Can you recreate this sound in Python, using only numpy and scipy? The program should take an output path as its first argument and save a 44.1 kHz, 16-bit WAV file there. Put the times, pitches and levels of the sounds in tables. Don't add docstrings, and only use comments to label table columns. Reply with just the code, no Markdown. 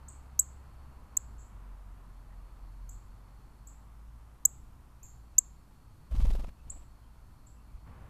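import sys
import numpy as np
from scipy import signal
from scipy.fft import rfft, irfft, next_fast_len
from scipy.io import wavfile
from scipy.ndimage import uniform_filter1d

SR = 44100
rng = np.random.default_rng(int(sys.argv[2]) if len(sys.argv) > 2 else 0)


def log_audio(samples):
    frames = np.atleast_2d(samples).T
    limited = np.clip(frames, -1, 1)
    pcm = np.round(limited * 32767).astype(np.int16)
    wavfile.write(sys.argv[1], SR, pcm)


N = 357121
TIME = np.arange(N) / SR

# start in seconds, direct level in dB, start and end pitch in Hz,
# length in seconds, octave against the note in dB, rock echo in dB, garden echo in dB.
CARDINAL_CHIPS = [ (0.0813, -43.5, 6030, 8390, .013, -13, -47, -45.5),
                  (0.391, -12, 6100, 8100, 0.012, -7, -23, -39.5),
                  (1.1678, -15, 6400, 7920, 0.01, -10, -46, -46),
                  (1.3790, -63.5, 6230, 7920, .012, -25, -63.5, -49),
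                  (2.89, -45, 6050, 8000, .012, -5, -62.5, -47),
                  (3.6698, -47, 6400, 7986, 0.0099, -6, -48.5, -48.5),
                  (4.4511, -9, 6150, 7990, .011, -5, -45.5, -41),
                  (5.0283, -46.5, 6200, 7580, .011, -4.5, -47, -42.5),
                  (5.3812, -7, 6160, 7690, 0.012, -12.5, -36, -42),
                  (6.6970, -33.5, 6670, 8040, 0.015, -24, -41.5, -44),
                  (7.465, -57, 6800, 7900, .013, -25, -57.5, -57)]
# start, end, delay that the later beats build up and time of closest
# pass, all in seconds; base levels of push, whump and swish in dB; swish width in seconds; rustle in dB.
WING_BURSTS = [ (6.139, 6.484, .009, 6.25, -14.5, -29, -46, .0048, -47.5),
               (6.663, 6.82, 0, 6.72, -40, -50, -62.5, 0.0097, -68.5),
               (7.754, 7.779, 0, 7.75, -35.5, -62, -72, 0.013, -80)]
WING_FALLOFF = (3.5, 1.05, 1.66, 1.8)
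# time in seconds, level in dB.
RIM_KNOCKS = [(5.388, -57)]
# time in seconds, pitch in Hz, level in dB.
FAR_WHISTLES = [(2.33, 1900, -71), (5.04, 2560, -79), (5.36, 2626, -80), (6.61, 2603, -78),
                (7.05, 3160, -81.5), (7.59, 2677, -80), (7.70, 2306, -79)]
# time in seconds, firings per second, level in dB.
ENGINE_COURSE = [(0.0, 68.6, -51), (0.11, 65.63, -52), (0.9, 65.6, -52), (1.19, 59.77, -57.5),
                 (1.25, 58.26, -47), (1.52, 47.15, -54), (1.55, 46.8, -47), (2.11, 43.94, -51.5),
                 (2.89, 44.1, -44.5), (3.4, 46.67, -55.5), (4.03, 54.7, -51.5), (4.52, 58.1, -57.5),
                 (5.7, 56.8, -57.5)]
# start in seconds, end in seconds.
THIN_HISS_SPELLS = [(-.2, 1.5), (2.0, 3.85), (5.0, 8.05)]
# frequency in Hz, relative strength there in dB.
SWISH_COLOUR = [(150, -0.5), (380, 3.5), (700, 4), (850, -3), (1200, -5), (1600, -11.5), (2500, -10),
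                (4000, -18.5), (5500, -27), (10000, -26), (15000, -35)]
SIZZLE_COLOUR = [(1500, -12), (3000, 1), (5000, 1), (8000, -4), (14000, -5)]
FEATHER_COLOUR = [(60, 10), (120, 21), (220, 6), (450, 2), (1200, 1.5), (1600, -9.5), (2600, -8),
                  (4500, -11.5), (8000, -15.5), (14000, -18)]
TYRE_COLOUR = [(20, 13), (45, 15), (70, 12), (120, 5), (200, 3.5), (350, -5), (550, -4), (1000, 1),
               (1300, -2.5), (1700, -10.5), (2600, -16.5), (4000, -27.5), (8000, -43.5)]
RUMBLE_COLOUR = [(15, -2), (35, 1), (55, -1), (85, -7.5), (120, -5), (170, -16), (250, -17.5), (400, -29),
                 (900, -54)]
RUSH_COLOUR = [(30, 14), (80, 21.5), (200, 9.5), (400, -1.5), (1100, 2), (1700, -7), (2600, -13.5),
               (4000, -24.5), (9000, -43)]
FINE_HISS_COLOUR = [(100, 3.5), (2500, 1), (3600, 1.5), (5500, 0), (9000, 0.5), (11000, 0.5), (14000, -2),
                    (15000, -11.5)]

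CHIP_LOUDEST = 0.44
THROAT_HZ = 5500
GARDEN_ECHO_S, ROCKS_ECHO_S = 0.35, .075
BEAT_S, PASS_S = .045, 0.13
LEAP_S, LEAP_PUSH_DB, LEAP_SWISH_DB = 6.122, -28, -51
SPREAD_BEATS, SPREAD_EASE_BEATS = 2.68, 0.38
PUSH_WIDTH_S, FLICK_LAG_S = (0.0059, 0.00755), (0.0166, .0272)
SPREAD_WHUMP_DB, SPREAD_SWISH_DB = -5.5, 1.5
WHUMP_HZ, WHUMP_LEAD_S = 170.1, 0.00801
SUCTION_DB, SIZZLE_DB, SIZZLE_LAG_S = 19, -10, .002
RETURN_S, RETURN_DB = 0.03, -15
RUSTLE_LEAD_S, RUSTLE_LAG_S = 0.029, .012
HUSH_DB, HUSH_LEAD_S = -3.5, .002
ROAD_DB, ROAD_FADE_DB_PER_S, ROAD_FAR_DB = -57, -1.13, -63


def chip(start_hz, end_hz, length_s, octave_db):
    progress = np.linspace(0, 1, int(length_s * SR))
    size = len(progress)
    rise = 1 - np.exp(-(progress / 0.43) ** 2.1)
    phase = 2 * np.pi * np.cumsum(start_hz + (end_hz - start_hz) * rise) / SR
    skew = np.log(.5) / np.log(CHIP_LOUDEST)
    loudness = np.abs(np.sin(np.pi * progress ** skew)) ** 1.5
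    octave = undb(octave_db) * bell(progress - .245, width=.11)
    rasp = undb(-15.5 + octave_db) * bell(progress - .1, 0.064) * band(hz=9400, width_hz=4000)[-size:]
    growl = undb(-28) * bell(progress - .2, 0.076) * band(hz=5650, width_hz=600)[-size:]
    return loudness * (np.sin(phase) + octave * np.sin(2 * phase) + rasp + growl)


def cardinals():
    direct, rocks, leaves = np.zeros((3, N))
    for s, db, start_hz, end_hz, length_s, octave_db, rocks_db, garden_db in CARDINAL_CHIPS:
        note = chip(start_hz, end_hz, length_s, octave_db)
        add(direct, s, undb(db) * note)
        add(rocks, s, undb(rocks_db) * echo(note, ROCKS_ECHO_S, build_s=.0015))
        add(leaves, s, undb(garden_db) * echo(note, GARDEN_ECHO_S, build_s=.012))
    direct = signal.sosfilt(signal.butter(12, THROAT_HZ, "high", fs=SR, output="sos"), direct)
    direct = direct - 0.72 * ring(direct, hz=6940, width_hz=260)
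    rocks = undb(1.5) * passband(rocks, low_hz=7250, high_hz=10500)
    return direct + rocks + passband(leaves, low_hz=6450, high_hz=11000)


def wings():
    air = undb(LEAP_PUSH_DB) * puff(TIME - LEAP_S, width_s=.0045)
    swish = undb(LEAP_SWISH_DB) * bell(TIME - LEAP_S, 0.0053)
    rustle, sizzle, hush = np.zeros((3, N))
    half_s = .05
    t = np.arange(-half_s, half_s, 1 / SR)
    whump = np.sin(2 * np.pi * WHUMP_HZ * t) * bell(t, 0.0019)
    suction = -undb(SUCTION_DB) * bell(t - .003, .0033)
    for first_s, end_s, delay_s, closest_s, push_db, whump_db, swish_db, swish_s, rustle_db in WING_BURSTS:
        for beat, even_s in enumerate(np.arange(first_s, end_s, BEAT_S)):
            beat_s = even_s + delay_s * (1 - np.exp(-beat / 0.78))
            spread = 1 / (1 + np.exp((SPREAD_BEATS - beat) / SPREAD_EASE_BEATS))
            away = distance(beat_s, closest_s)
            levels_db = [push_db, whump_db + spread * SPREAD_WHUMP_DB, swish_db + spread * SPREAD_SWISH_DB]
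            push_gain, whump_gain, swish_gain = undb(levels_db) / away ** np.array(WING_FALLOFF[:3])
            push_s = beat_s - half_s
            flick_s = push_s + np.interp(spread, (0, 1), FLICK_LAG_S)
            add(air, push_s, push_gain * puff(t, np.interp(spread, (0, 1), PUSH_WIDTH_S)))
            add(hush, push_s - HUSH_LEAD_S, bell(t, 0.0064))
            add(air, flick_s - WHUMP_LEAD_S, whump_gain * whump)
            add(air, flick_s, swish_gain * suction)
            add(swish, flick_s, swish_gain * bell(t, swish_s))
            add(sizzle, flick_s + SIZZLE_LAG_S, spread * swish_gain * bell(t, .006) / away ** 2)
            add(air, push_s + RETURN_S, (1 - spread) * undb(push_db + RETURN_DB) * puff(t, 0.003))
        airborne = gate(first_s - RUSTLE_LEAD_S, end_s + RUSTLE_LAG_S, fade_s=.012)
        rustle += undb(rustle_db) * airborne / distance(TIME, closest_s) ** WING_FALLOFF[3]
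    sizzle *= undb(SIZZLE_DB) * noise(SIZZLE_COLOUR)
    swish *= undb(2.0 * drift(400)) * noise(SWISH_COLOUR)
    rustle *= undb(HUSH_DB * hush) * feathers()
    return air + swish + sizzle + rustle


def feathers(catches_per_s=300, scrape_s=0.0017):
    catches = (rng.random(N) < catches_per_s / SR) * rng.random(N)
    fading_catches = signal.lfilter([1], [1, -np.exp(-1 / (scrape_s * SR))], catches)
    scrapes = fading_catches * band(hz=3000, width_hz=4900)
    return undb(2.04 * drift(180)) * noise(FEATHER_COLOUR) + undb(-14) * unit(scrapes)


def rim_knock():
    return sum(undb(db) * bell(TIME - s, .004) for s, db in RIM_KNOCKS) * band(hz=330, width_hz=400)


def far_birds():
    out = np.zeros(N)
    half_s = .07
    t = np.arange(-half_s, half_s, 1 / SR)
    for s, hz, db in FAR_WHISTLES:
        add(out, s - half_s, undb(db) * bell(t, .018) * band(hz, width_hz=200.5)[-len(t):])
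    return out


def engine():
    times, rates, levels = np.transpose(ENGINE_COURSE)
    firing_hz = np.interp(TIME, times, rates) * (1 + .012 * drift(12))
    phase = 2 * np.pi * np.cumsum(firing_hz) / SR
    loudness = undb(np.interp(TIME, times, levels) + 1.6 * drift(9))
    return loudness * np.sqrt(2) * (np.sin(phase) + undb(-16) * np.sin(2 * phase))


def traffic():
    road_db = np.maximum(ROAD_DB + ROAD_FADE_DB_PER_S * TIME, ROAD_FAR_DB)
    tyres = undb(road_db + .5 * drift(6.2)) * noise(TYRE_COLOUR)
    return tyres + undb(-54.5 + 1.2 * drift(5.7)) * noise(RUMBLE_COLOUR)


def hiss_and_rush():
    spells = sum(gate(start_s, end_s, fade_s=.3) for start_s, end_s in THIN_HISS_SPELLS)
    thin = spells * undb(-84.5 + .9 * drift(18)) * band(hz=4370, width_hz=390)
    rush = undb(-52.5) * gate(start_s=7.86, end_s=np.inf, fade_s=0.028) * noise(RUSH_COLOUR)
    return thin + rush + undb(-75) * noise(FINE_HISS_COLOUR)


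def echo(x, decay_s, build_s):
    t = np.arange(SR // 2) / SR
    bounces = rng.standard_normal(len(t)) * (1 - np.exp(-t / build_s))
    bounces *= np.exp(-np.log(1000) * t / decay_s)
    return signal.fftconvolve(x, bounces / np.sqrt(np.sum(bounces ** 2)))


def puff(t, width_s):
    return (1 - (t / width_s) ** 2) * bell(t, width_s)


def distance(s, closest_s):
    return np.hypot(1, (s - closest_s) / PASS_S)


def noise(colour):
    hz, db = np.transpose(colour)
    size = next_fast_len(N)
    bins_hz = np.arange(size // 2 + 1) * SR / size
    gains = undb(np.interp(np.log(bins_hz + 1), np.log(hz), db))
    return unit(irfft(rfft(rng.standard_normal(size)) * gains, size)[:N])


def band(hz, width_hz):
    return unit(ring(ring(rng.standard_normal(N), hz, width_hz), hz, width_hz))


def ring(x, hz, width_hz):
    return signal.lfilter(*signal.iirpeak(hz, hz / width_hz, fs=SR), x)


def passband(x, low_hz, high_hz):
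    steep = signal.butter(8, low_hz, "high", fs=SR, output="sos")
    gentle = signal.butter(2, high_hz, fs=SR, output="sos")
    return signal.sosfilt(np.vstack([steep, gentle]), x)


def drift(turns_per_s):
    step = int(SR / turns_per_s)
    stairs = np.repeat(rng.standard_normal(N // step + 1), step)
    return unit(uniform_filter1d(stairs, step)[:N])


def gate(start_s, end_s, fade_s):
    return np.clip(np.minimum(TIME - start_s, end_s - TIME) / fade_s + .5, 0, 1)


def bell(t, width):
    return np.exp(-.5 * (t / width) ** 2)


def add(out, start_s, x):
    i = int(start_s * SR)
    out[i:i + len(x)] += x[:N - i]


def undb(db):
    return 10 ** (np.asarray(db) / 20)


def unit(x):
    return x / np.sqrt(np.mean(x ** 2))


def scene():
    birds = cardinals() + rim_knock() + far_birds() + wings()
    return (birds + engine() + traffic() + hiss_and_rush())[None]


def record(dry, top_hz=14800):
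    return signal.sosfilt(signal.ellip(8, .2, 70, top_hz, fs=SR, output="sos"), dry)


dry = scene()
out = record(dry)
log_audio(out)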